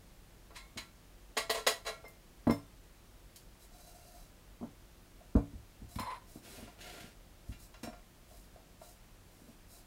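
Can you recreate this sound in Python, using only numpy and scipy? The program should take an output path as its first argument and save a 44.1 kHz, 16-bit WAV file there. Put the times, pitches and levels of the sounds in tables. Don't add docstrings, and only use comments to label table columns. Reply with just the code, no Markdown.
import sys
import numpy as np
from scipy import signal
from scipy.fft import rfft, irfft, next_fast_len
from scipy.io import wavfile
from scipy.ndimage import uniform_filter1d

SR = 44100
rng = np.random.default_rng(int(sys.argv[2]) if len(sys.argv) > 2 else 0)


def generate_wav(signal):
    frames = np.transpose(np.atleast_2d(signal))
    scaled = np.clip(frames, -1, 1) * 32767
    pcm = np.round(scaled).astype(np.int16)
    wavfile.write(sys.argv[1], SR, pcm)


N = 434826
TIME = np.arange(N) / SR
RING_TIME = np.arange(SR * 3 // 4) / SR

# f/Hz, level/dB, fade/s (time to fall by 60 dB)
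POT_TONES = [(633, -0.5, 0.099), (708, -0.5, 0.14), (1384, -5, 0.11), (1670, -26, 0.2), (2377, -18.5, 0.29),
             (2780, -8.5, 0.096), (3950, -9.5, 0.18), (4400, -13, 0.13), (4840, -6.5, 0.036),
             (4900, -10, .15), (5470, -13, 0.25), (6500, 3.5, 0.04), (7260, -9, 0.19), (8310, -17, 0.18),
             (10000, -35, .1), (11500, -24, 0.12)]
WIRE_TONES = [(1060, 0.5, 0.35), (1870, -14, 0.29), (2106, 6.5, 0.21), (3596, -11, 0.51), (4110, 1, 0.087),
              (5300, 11, 0.081), (7250, -9, 0.25), (8540, -7, 0.6), (9770, 1, 0.073), (10900, -4, 0.38)]
# f/Hz, level/dB
METAL_CLATTER = [(60, -9), (250, -12), (500, 9), (830, 3), (1080, 7.5), (1270, -2.5), (2000, 1),
                 (3500, -2.5), (5000, -1.5), (5900, -8), (7000, -4.5), (11000, -5), (16000, -3.5)]
TABLE_CLATTER = [(25, -37), (60, 9.5), (165, -2.5), (240, -6), (500, -10), (1000, -11), (1500, -14),
                 (3000, -34), (16000, -12.5)]


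def nested_pots():
    # f/Hz, level/dB, fade/s
    nest_tones = [(246.6, -1, 0.067), (411.5, -17, 0.13), (440.5, 4, 0.12), (577, -9.5, 0.096),
                  (653, -12.5, 0.31), (676, 1.5, 0.12), (1037, -2, 0.11), (1104, -28, 0.11),
                  (1162, -9, 0.17), (1363, -9.5, 0.27), (1660, -12, 0.17), (1930, -3, 0.11),
                  (1950, 1.5, 0.092), (2096, -25, 0.077), (2190, -12, 0.31), (2337, -23.5, 0.27),
                  (2700, -20, 0.14), (2780, -10, 0.12), (3170, 3.5, 0.028), (3333, -6, 0.13),
                  (3840, -9, 0.082), (3980, 1, 0.098), (4060, -2.5, 0.14), (4430, -2, 0.051),
                  (5200, -24, 0.059), (5040, 2, 0.036), (5320, -17, 0.066), (6470, -5, 0.078),
                  (6750, 3, 0.046), (7330, -26, 0.14), (8100, -47, 0.14), (8700, -10, 0.13)]
    # t/s, level/dB, highest f/Hz, ring of the first touch/dB
    clanks = [(1.3674, -30.5, 9200, 3), (1.495, -31, 12100, 3), (1.665, -25.5, 11200, -2.5)]
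    # t/s, level/dB, swell/s, lowest f/Hz
    scrapes = [(.554, -47.5, .018, 1490), (0.7728, -40.5, .003, 1150), (1.543, -36, 0.0077, 403),
               (1.570, -40, .011, 402), (1.861, -34.5, 0.024, 437)]
    # t/s, level/dB, centre f/Hz
    bumps = [(.505, -57, 980), (2.040, -50.5, 695), (2.469, -37, 630), (2.496, -36.5, 704)]
    clank_ring_db, scrape_ring_db, bump_ring_db = -3.5, -5.5, -1.5
    hits = []
    for t, db, high_hz, touch_ring_db in clanks:
        hits += [(t, db - 3, .0012, 348, 5500, touch_ring_db),
                 (t + .0045, db, .0009, 348, high_hz, clank_ring_db),
                 (t + .012, db - 6.5, .0006, 1820, high_hz, clank_ring_db)]
    for t, db, swell, low_hz in scrapes:
        hits += [(t - .6 * swell, db - 9.5, swell, low_hz, 8250, scrape_ring_db),
                 (t, db, swell, low_hz, 8250, scrape_ring_db)]
    hits += [(t, db, .00088, hz / 1.25, hz * 1.25, bump_ring_db) for t, db, hz in bumps]
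    return knocks(hits, nest_tones, METAL_CLATTER, clatter_fade_s=.089, echo_db=-4)


def table_thuds():
    # f/Hz, level/dB, fade/s
    table_tones = [(52.4, 12, 0.11), (63.9, -16, 0.42), (105, -3.5, 0.33), (161.8, -11, 0.35),
                   (216.6, 2.5, 0.12), (238, 6.5, 0.11), (285, -5.5, 0.26), (314.5, -0.5, 0.07),
                   (471.5, -9.5, 0.2), (591, -6, 0.093), (670, -6.5, 0.073), (893, -12, 0.09),
                   (1060, 3, 0.024)]
    # t/s, level/dB, lowest f/Hz, highest f/Hz, rocking time/s, second thud against the first/dB
    landings = [(2.4685, -23.5, 163, 785, .0265, -2.5), (4.611, -43.5, 188, 585, 0.017, 5),
                (5.3515, -20, 55, 670, .0175, -8.5), (5.958, -38, 68.7, 206, 0.041, -3.5),
                (6.578, -51, 80, 600, 0.043, 3.5), (7.831, -43, 194, 317, .042, -0.5),
                (9.417, -56.5, 170, 400, 0.063, 3.5)]
    # t/s, level/dB, centre f/Hz
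    nudges = [(.757, -47, 217), (5.528, -42.5, 73), (5.815, -44, 124), (6.353, -47, 275), (6.972, -56, 520),
              (7.039, -52, 182), (7.487, -38.5, 94)]
    land_ring_db, nudge_ring_db = 7, -4
    hits = []
    for t, db, low_hz, high_hz, rock_s, second_db in landings:
        hits += [(t, db, .0011, low_hz, high_hz, land_ring_db),
                 (t + rock_s, db + second_db, .0011, low_hz, high_hz * 1.42, land_ring_db)]
    hits += [(t, db, .0032, hz / 1.9, hz * 1.9, nudge_ring_db) for t, db, hz in nudges]
    return knocks(hits, table_tones, TABLE_CLATTER, clatter_fade_s=.19, echo_db=-18.5)


def pot_taps():
    # t/s, level/dB, swell/s, lowest f/Hz, highest f/Hz
    taps = [(3.359, -53.5, .0007, 4400, 12300), (5.204, -58.5, .001, 600, 650),
            (5.352, -42.5, 0.00055, 594, 990), (5.36, -62.5, .002, 2500, 11000),
            (6.588, -56, .0008, 350, 2400), (6.672, -54, 0.0057, 400, 2260), (6.817, -55, .001, 2200, 6000),
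            (7.519, -56.5, 0.0053, 1760, 3100), (7.740, -55.5, 0.0011, 830, 4370),
            (7.829, -44, 0.0068, 403, 11700), (7.872, -46.5, 0.00088, 282, 1330),
            (7.928, -52.5, .0005, 497, 2200), (8.311, -59.5, 0.00045, 560, 650),
            (8.559, -56.5, .0005, 560, 650), (8.815, -51, .0004, 650, 740)]
    hits = []
    for t, db, swell, low_hz, high_hz in taps:
        ring_db = 2.5 - 2 * np.log2(high_hz / 700)
        hits.append((t, db, swell, low_hz, high_hz, ring_db))
    return knocks(hits, POT_TONES, METAL_CLATTER, clatter_fade_s=.066, echo_db=-2.5)


def handle_clicks():
    # t/s, level/dB, lowest f/Hz, highest f/Hz, ring/dB
    clicks = [(.560, -52.5, 1900, 2300, -4), (2.048, -52.5, 2000, 2190, 20),
              (2.08, -59.5, 8000, 16000, -15), (2.474, -60, 5000, 16000, -18),
              (2.497, -43.5, 1300, 4000, 1), (2.501, -48, 5000, 5600, 6), (2.507, -49, 4000, 16000, -21),
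              (5.956, -52.5, 600, 14000, -15), (5.988, -58, 656, 4200, -22), (5.995, -47, 3500, 16000, -6)]
    hits = [(t, db, .0014, low_hz, high_hz, ring_db) for t, db, low_hz, high_hz, ring_db in clicks]
    return knocks(hits, WIRE_TONES, METAL_CLATTER, clatter_fade_s=.034, echo_db=-1.5)


def hinge_squeak():
    # t/s, tone level/dB, grating level/dB
    loudness = [(5.987, -36, -46), (5.991, -39.5, -47), (6.009, -45, -47), (6.035, -38.5, -55),
                (6.049, -53, -54), (6.073, -40.5, -54), (6.097, -41, -56), (6.113, -47, -48.5),
                (6.127, -38, -53.5), (6.171, -71, -57.5), (6.18, -65, -68)]
    t, tone_db, grating_db = np.transpose(loudness)
    slip_hz = 1000 * (1 + .08 * wobble(samples=90))
    cycles = np.cumsum(slip_hz) / SR
    tone = unit_level(sum(amp(-18 * np.log2(k)) * np.cos(2 * np.pi * k * cycles) for k in range(1, 9)))
    wire = signal.oaconvolve(rng.standard_normal(N), ringing(WIRE_TONES))[:N]
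    # f/Hz, level/dB
    wire_colour = [(2200, -12.5), (4170, -6), (5300, -29), (7300, -9), (8500, -24), (11000, -15)]
    wire = unit_level(coloured(wire, wire_colour))
    grit = coloured(grains(N, spread_db=4), METAL_CLATTER)
    grit = unit_level(band(grit, low_hz=600, high_hz=2120))
    grating = amp(2) * grit + amp(-2) * wire
    return room(level_curve(t, tone_db) * tone + level_curve(t, grating_db) * grating, echo_db=-8)


def handle_swings():
    # start/s, end/s, level/dB, hollow ring of the pot/dB
    swings = [(6.417, 6.64, -59, -15), (6.777, 7.01, -53, -4)]
    # f/Hz, level/dB
    rasp_colour = [(200, -4), (700, -8), (1500, 12), (2700, 11.5), (5000, 7), (7000, 3), (11000, 1.5),
                   (16000, -5)]
    hiss, wall = rubbing(rasp_colour, spread_db=3.5)
    wall = unit_level(band(wall, low_hz=890, high_hz=3400))
    cloth = coloured(rng.standard_normal(N), TABLE_CLATTER)
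    cloth = unit_level(band(cloth, low_hz=225, high_hz=746))
    rise_s, fall_db_per_s = .032, 130
    rasp, drag = np.zeros(N), np.zeros(N)
    for start, end, db, ring_db in swings:
        speed = np.clip((TIME - start) / rise_s, 0, 1) * amp(-fall_db_per_s * np.maximum(TIME - end, 0))
        rasp += speed * amp(db) * blend(hiss, wall, ring_db)
        drag += speed * amp(-59.5) * cloth
    return room(rasp * gripping(depth_db=1.5) + drag * gripping(depth_db=2), echo_db=-2.5)


def sack_and_fingers():
    # start/s, end/s, level/dB
    sack_pulls = [(3.707, 3.983, -59.5), (3.947, 4.29, -60.5)]
    finger_slides = [(3.59, 3.672, -61.5), (5.883, 5.984, -58.5), (6.267, 6.40, -60), (6.417, 6.64, -57),
                     (7.454, 7.552, -64), (7.584, 7.677, -59), (8.277, 8.465, -64), (8.794, 8.95, -59.5),
                     (9.233, 9.584, -69.5), (9.679, 9.82, -59)]
    return room(strokes(sack_pulls, ring_db=0) + strokes(finger_slides, ring_db=-6), echo_db=-3.5)


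def strokes(rows, ring_db):
    # f/Hz, level/dB
    hiss_colour = [(200, -28), (700, -8), (1500, -17), (3000, -12), (4500, 1.5), (8000, 1.5), (12000, 0.5),
                   (16000, -4)]
    wall_colour = [(700, 4.5), (2000, -1), (4000, 7), (12000, -3)]
    hiss, wall = rubbing(hiss_colour, spread_db=5)
    wall = unit_level(coloured(wall, wall_colour))
    pressure = np.zeros(N)
    for start, end, db in rows:
        progress = np.clip((TIME - start) / (end - start), 0, 1)
        pressure += amp(db) * np.sqrt(abs(np.sin(np.pi * progress)))
    return pressure * gripping(depth_db=1.5) * blend(hiss, wall, ring_db)


def knocks(hits, tones, clatter_colour, clatter_fade_s, echo_db):
    out = np.zeros(N)
    for t, db, swell_s, low_hz, high_hz, ring_db in hits:
        clatter = coloured(grains(len(RING_TIME), spread_db=4), clatter_colour)
        clatter = unit_energy(clatter * amp(-60 * RING_TIME / clatter_fade_s))
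        build_up = (1 - np.exp(-RING_TIME / swell_s)) ** 1.47
        body = (clatter + amp(ring_db) * ringing(tones)) * build_up
        sound = unit_energy(band(room(body, echo_db), low_hz, high_hz))
        slot = out[round(t * SR):][:len(sound)]
        slot += amp(db) * np.sqrt(SR / 50) * sound[:len(slot)]
    return out


def ringing(tones, twin_detune=.0082):
    hz, db, fade_s = np.transpose(tones)[:, :, None]
    cycles = hz * RING_TIME + rng.random(hz.shape)
    twin = cycles + twin_detune * rng.standard_normal(hz.shape) * hz * RING_TIME + 1 / 4
    pairs = np.sin(2 * np.pi * cycles) + .5 * np.sin(2 * np.pi * twin)
    return unit_energy((amp(db - 60 * RING_TIME / fade_s) * pairs).sum(0))


def rubbing(colour, spread_db):
    friction = grains(N, spread_db)
    wall = signal.oaconvolve(friction, ringing(POT_TONES))[:N]
    return unit_level(coloured(friction, colour)), unit_level(wall)


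def grains(size, spread_db):
    noise = rng.standard_normal(size)
    return unit_level(noise * amp(spread_db * np.clip(rng.standard_normal(size), -2, 2)))


def gripping(depth_db):
    return unit_level(amp(depth_db * wobble(samples=400)))


def room(x, echo_db):
    # f/Hz, fade/s
    echo_fades = [(60, 0.29), (300, 0.25), (1000, 0.24), (4000, 0.23), (9000, 0.23), (16000, 0.2)]
    hz, t, bands = signal.stft(rng.standard_normal(len(RING_TIME)), SR, nperseg=256)
    bands = bands * amp(-60 * t / value_at(echo_fades, hz)[:, None])
    tail = signal.istft(bands, SR, nperseg=256)[1][:len(RING_TIME)]
    tail = unit_energy(tail * (RING_TIME > .004))
    return blend(x, signal.oaconvolve(x, tail)[:len(x)], echo_db)


def background():
    # f/Hz, level/dB
    noise_colour = [(8.8, -44), (15, -8.5), (47, 3.5), (70, -12.5), (103, -9), (150, -13), (240, -15),
                    (321, -17), (350, -19.5), (592, -19.5), (865, -23.5), (972, -24), (1160, -25),
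                    (14700, -35.5), (16000, -35)]
    hum_tones = [(90, -71.5), (179.5, -76.5), (350, -77)]
    hum = sum(amp(db) * np.sqrt(2) * np.sin(2 * np.pi * (hz * TIME + rng.random()))
              for hz, db in hum_tones)
    return amp(-58) * unit_level(coloured(rng.standard_normal(N), noise_colour)) + hum


def wobble(samples):
    return unit_level(uniform_filter1d(rng.standard_normal(N), size=samples))


def coloured(x, colour):
    size = next_fast_len(len(x))
    gain = amp(value_at(colour, np.fft.rfftfreq(size, 1 / SR)))
    return irfft(rfft(x, size) * gain, size)[:len(x)]


def band(x, low_hz, high_hz):
    for hz, kind in ((low_hz, "high"), (high_hz, "low")):
        x = signal.sosfilt(signal.butter(2, min(hz, SR / 2 - 100), kind, fs=SR, output="sos"), x)
    return x


def blend(x, extra, extra_db):
    return (x + amp(extra_db) * extra) / np.hypot(1, amp(extra_db))


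def level_curve(t, db):
    return amp(np.interp(TIME, t, db)) * (TIME >= t[0]) * (TIME <= t[-1])


def value_at(points, hz):
    f, value = np.transpose(points)
    return np.interp(np.log(hz + 1), np.log(f + 1), value)


def amp(db):
    return 10 ** (np.asarray(db) / 20)


def unit_level(x):
    return x / np.sqrt(np.mean(x ** 2) + 1e-20)


def unit_energy(x):
    return x / np.sqrt(np.sum(x ** 2) + 1e-20)


def scene():
    pots_and_table = sack_and_fingers() + nested_pots() + pot_taps() + table_thuds()
    handles = handle_clicks() + hinge_squeak() + handle_swings()
    return (pots_and_table + handles + background())[None]


def record(dry):
    treble_cut = signal.firwin(511, cutoff=15850, window=("kaiser", 9), fs=SR)
    return signal.oaconvolve(dry, treble_cut[None], "same")


dry = scene()
out = record(dry)
generate_wav(out)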